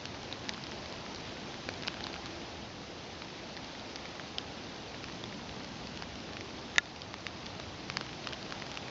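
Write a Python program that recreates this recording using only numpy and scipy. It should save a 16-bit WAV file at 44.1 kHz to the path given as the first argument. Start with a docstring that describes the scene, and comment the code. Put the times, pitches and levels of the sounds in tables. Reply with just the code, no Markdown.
"""Light rain on a snowy field

One microphone stands in open snow edged by conifers; soft wind and faint hums lie far off.
Countless distant drops merge into a hiss that swells with the breeze; nearer ones tick one by one.
A droplet, then a big drop, strike the microphone's housing, and the gain control ducks for a moment."""
import sys
import numpy as np
from scipy import signal
from scipy.fft import rfft, irfft
from scipy.io import wavfile
from scipy.ndimage import uniform_filter1d

SR = 44100
rng = np.random.default_rng(int(sys.argv[2]) if len(sys.argv) > 2 else 0)


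def pcm_store(signal):
    """Save signal as 16-bit PCM."""
    levels = np.round(np.clip(np.atleast_2d(signal), -1, 1) * 32767)
    wavfile.write(sys.argv[1], SR, levels.astype(np.int16).T)


N = 392490

# Table levels are relative. Far-off hums: start t/s, end t/s, f/Hz, level/dB
HUMS = [(1.1, 3.6, 337.9, -58.5), (3.0, 4.9, 261, -60), (6.498, 8.003, 98, -57.5), (7.3, 9.4, 133.6, -59)]
# spectrum of the low roar of the far woods: f/Hz, level/dB
ROAR_SPECTRUM = [(20, -29), (40, -15.5), (62, -1), (100, 1), (160, 0), (220, 1.5), (300, -2.5),
                 (400, -17.5), (800, -39)]
# slow swell of that roar: t/s, level/dB
ROAR_SWELL = [(0, -50), (2.2, -49.5), (3.0, -51.3), (4.2, -51.5), (5.45, -47.5), (6.7, -50.5), (8.2, -50),
              (8.9, -51.5)]
# spectrum of the wind rushing in the conifers: f/Hz, level/dB
RUSH_SPECTRUM = [(100, -18), (280, 0), (340, 4), (380, 1), (800, -0.5), (1200, -6.5), (2000, -11.5),
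                 (7000, -36)]
# strength of the breeze, which drives the rush, the rain and the drips: t/s, level/dB
BREEZE_LEVEL = [(0, 0), (0.5, 1.22), (2.4, 1.38), (2.7, -1.3), (3.4, 0), (6.5, -0.12), (7.8, -0.5),
                (8.4, 1.3), (8.9, 1.0)]
# spectrum of the distant rain's hiss: f/Hz, level/dB
HISS_SPECTRUM = [(300, -1), (1000, -2.5), (1700, 2), (2700, 6), (3800, 6), (5100, 3.5), (6300, -1),
                 (7000, -13), (8000, -12.5)]
# colour shared by all splashes: f/Hz, level/dB
SPLASH_SPECTRUM = [(80, -5.5), (350, 1), (700, 1.5), (1150, 1), (3600, -2), (5000, 0.5), (6300, -8.5),
                   (7500, -18.5)]
# loudest drops near the microphone: t/s, level/dB, centre f/Hz, spectral width/octaves
NEAR_DROPS = [(0.0553, -5.5, 3630, 2.9), (0.3264, 4, 3500, 0.15), (0.493, 2.5, 3530, 0.84),
              (0.714, -6.5, 5600, 0.22), (1.6896, 8, 2030, 0.29), (1.876, 1, 4270, 0.29),
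              (1.8818, 7.5, 2150, 0.64), (2.007, -2, 2220, 0.45), (2.0405, -2, 3500, 0.28),
              (2.0683, -4, 1390, 1.6), (2.1412, -6.5, 1670, 1.05), (3.2209, -4.5, 1790, 0.71),
              (3.5675, -4.5, 3930, 0.32), (3.959, -5.5, 4480, 0.8), (4.0553, -5, 2150, 0.31),
              (4.197, -5, 1390, 0.59), (4.384, 3.5, 3700, 0.55), (5.042, -7, 2410, 1.1),
              (5.2394, 3, 3450, 0.11), (6.0237, -6.5, 1120, 1.9), (6.369, -4, 1950, 0.67),
              (6.4094, -8, 2320, 1.1), (7.019, -4, 3450, 0.43), (7.1412, -5, 1290, 2),
              (7.2671, 0.5, 2300, 0.96), (7.465, -3.5, 3300, 0.37), (7.5992, -4.5, 1000, 1.9),
              (7.9, 0, 1960, 1.16), (7.9706, 4.5, 1870, 1.34), (8.011, 0.5, 1330, 1.1),
              (8.272, 1, 1950, 0.92), (8.3328, -3, 3150, 0.43), (8.5237, -3, 1750, 1.2),
              (8.6221, -3, 2200, 0.45), (8.7736, -2, 2820, 1)]
# drops landing on the microphone's housing: t/s, level/dB
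HOUSING_HITS = [(6.76, -22.5), (6.7821, -1.5)]
# modes of the housing: f/Hz, level/dB, t60/s
HOUSING_MODES = [(870, -11.5, 0.0028), (1420, -21.5, 0.046), (1720, -13.5, 0.034), (1986, -7, 0.015),
                 (2750, -9.5, 0.0068), (3720, -13.5, 0.018), (4780, -16.5, 0.0068), (5900, -16.5, 0.0082),
                 (6700, -15, 0.0046)]


def amp(db):
    """Decibels to gain."""
    return 10 ** (np.asarray(db) / 20)


def unit(x):
    """Scales to an rms of one."""
    return x / np.sqrt(np.mean(x ** 2) + 1e-20)


def spectrum_db(points, hz):
    """Reads a spectrum on a log-frequency axis."""
    f, db = np.transpose(points)
    return np.interp(np.log(hz + 1), np.log(f), db)


def follow(curve):
    """Gain at every sample from a level curve."""
    return amp(np.interp(np.arange(N) / SR, *np.transpose(curve)))


def add(mix, start_s, sound):
    """Mixes a sound in at a time."""
    part = mix[max(round(start_s * SR), 0):][:len(sound)]
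    part += sound[:len(part)]


def minimum_phase(gain):
    """Shortest response with the given two-sided spectrum: a sharp attack, then a decay."""
    log_spectrum = np.conj(signal.hilbert(np.log(gain)))
    return np.fft.ifft(np.exp(log_spectrum)).real[:len(gain) // 2]


def colour(x, points, size=2048):
    """Filters by a spectrum without blurring attacks."""
    gain = amp(spectrum_db(points, abs(np.fft.fftfreq(size, 1 / SR))))
    return signal.oaconvolve(x, minimum_phase(gain))[:len(x)]


def patchy_noise(points, patchy_db, size, span):
    """Shaped noise whose level drifts in patches, span frames long and span bins wide."""
    hz = np.fft.rfftfreq(size, 1 / SR)
    real, imag, patches = rng.standard_normal((3, 4 * N // size + 5, len(hz)))
    patches = uniform_filter1d(patches, span, axis=0)
    patches = unit(uniform_filter1d(patches, span, axis=1))
    frames = (real + 1j * imag) * amp(spectrum_db(points, hz) + patchy_db * patches)
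    _, noise = signal.istft(frames.T, nperseg=size, noverlap=size - size // 4)
    return unit(noise[:N])


def tick(hz, octaves, snap=0.21, thud=0.22, thud_hz=620, spray=0.26, spray_s=0.0011, size=1024):
    """One drop: an impact and a brief spray, coloured by one peak, a flat snap and a soft thud."""
    t, f = np.arange(size // 2) / SR, abs(np.fft.fftfreq(size, 1 / SR)) + 1
    spray_envelope = (1 - np.exp(-t / 0.00013)) * np.exp(-t / spray_s)
    force = spray * rng.standard_normal(len(t)) * spray_envelope
    force[0] = 1  # the impact
    peak = np.exp(-.5 * (np.log2(f / hz) / octaves) ** 2)
    weight = thud * np.exp(-2 * np.log2(f / thud_hz) ** 2)  # the drop's mass pushes on what it hits
    body = minimum_phase(np.hypot(peak, weight) + snap)
    return signal.fftconvolve(force / np.linalg.norm(force), body)[:len(t)]


def far_hums(width_hz=3.3):
    """Distant hums drift in and out, smeared by the moving air into narrow, wavering bands."""
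    t, f, out = np.arange(N) / SR, np.fft.rfftfreq(N, 1 / SR), np.zeros(N)
    for start, end, hz, db in HUMS:
        band = np.exp(-.5 * ((f - hz) / width_hz) ** 2)
        hum = irfft(rfft(rng.standard_normal(N)) * band, N)
        fade = np.sin(np.pi * np.clip((t - start) / (end - start), 0, 1))
        out += amp(db) * unit(hum) * fade
    return out


def wind_in_trees(roar_gain_db=0.5, rush_gain_db=-48.0, sway=0.87):
    """The far woods roar low and swell slowly; a rush in the conifers follows the breeze."""
    roar = follow(ROAR_SWELL) * patchy_noise(ROAR_SPECTRUM, patchy_db=0.24, size=4096, span=8)
    rush = follow(BREEZE_LEVEL) ** sway * patchy_noise(RUSH_SPECTRUM, patchy_db=1.0, size=2048, span=8)
    return amp(roar_gain_db) * roar + amp(rush_gain_db) * rush


def patter(per_s=300, spread_db=3.0, octaves=0.61, kinds=32):
    """Drops in the middle distance: many faint, a few stronger, each kind with its own pitch."""
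    out = np.zeros(N)
    for hz in np.geomspace(1500, 5500, kinds):
        when, size = rng.random((round(per_s * N / SR / kinds), 2)).T
        strength = np.minimum(-np.log(1 - size), 4)  # exponential spread, capped
        hits = np.zeros(N)
        hits[(when * N).astype(int)] = amp(spread_db * strength)
        out += signal.oaconvolve(hits, unit(tick(hz, octaves)))[:N]
    return unit(colour(out, SPLASH_SPECTRUM))


def field_rain(hiss_db=-50.2, patter_db=-56.5, sway=0.8):
    """Across the field, the far hiss and the nearer patter rise and fall with the breeze."""
    hiss = patchy_noise(HISS_SPECTRUM, patchy_db=1.34, size=512, span=6)
    return follow(BREEZE_LEVEL) ** sway * (amp(hiss_db) * hiss + amp(patter_db) * patter())


def drips(base_per_s=6, gain_db=-12.5, spread_db=2.4, low_hz=1450, high_hz=4660, candidates=240):
    """Faint ticks a few steps away, at random; a rising breeze shakes more of them loose."""
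    out = np.zeros(N)
    chance = base_per_s * N / SR / candidates * follow(BREEZE_LEVEL) ** 6
    for when, draw, strength, pitch, width in rng.random((candidates, 5)):
        if draw < chance[int(when * N)]:
            hz = low_hz * (high_hz / low_hz) ** pitch
            db = gain_db + spread_db * (2 * strength - 1)
            add(out, when * N / SR, amp(db) * tick(hz, octaves=0.39 + 0.79 * width))
    return colour(out, SPLASH_SPECTRUM)


def near_drops(gain_db=-1.5):
    """Single ticks close to the microphone, each doubled by a brief spray just after it lands."""
    out = np.zeros(N)
    for start_s, db, hz, octaves in NEAR_DROPS:
        add(out, start_s, amp(db + gain_db) * tick(hz, octaves))
    return colour(out, SPLASH_SPECTRUM)


def housing_knocks(size=2048):
    """A droplet and then a big drop land on the microphone's housing and ring its short plastic modes."""
    t, out = np.arange(size) / SR, np.zeros(N)
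    modes = [amp(db - 60 * t / t60) * np.cos(2 * np.pi * hz * t) for hz, db, t60 in HOUSING_MODES]
    ring = sum(modes[::2]) - sum(modes[1::2])  # neighbouring modes swing in opposite directions
    for start_s, db in HOUSING_HITS:
        add(out, start_s, amp(db) * ring)
    return out


def scene():
    """The field in mono, from the far trees in to the microphone itself."""
    background = far_hums() + wind_in_trees() + field_rain()
    close = drips() + near_drops() + housing_knocks()
    return (background + close)[None]


def record(dry, threshold_db=-19, slope=0.38, release_db_per_s=10, cutoff_hz=7450):
    """The recorder's gain control dips after a loud hit and creeps back; a low-pass cuts the top."""
    power = signal.lfilter(np.ones(88) / 88, 1, dry[0] ** 2)  # 2 ms average
    power_db = 10 * np.log10(power + 1e-12)
    release_db = release_db_per_s * np.arange(N) / SR
    held_db = np.maximum.accumulate(power_db + release_db) - release_db  # peaks held, sinking slowly
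    over_db = np.maximum(held_db - threshold_db, 0)
    over_db = signal.lfilter([.005], [1, -.995], over_db)  # attack of about 5 ms
    lowpass = signal.firwin(221, cutoff_hz, window=("kaiser", 7), fs=SR)
    return signal.oaconvolve(dry * amp(-slope * over_db), lowpass[None], "same")


dry = scene()
out = record(dry)
pcm_store(out)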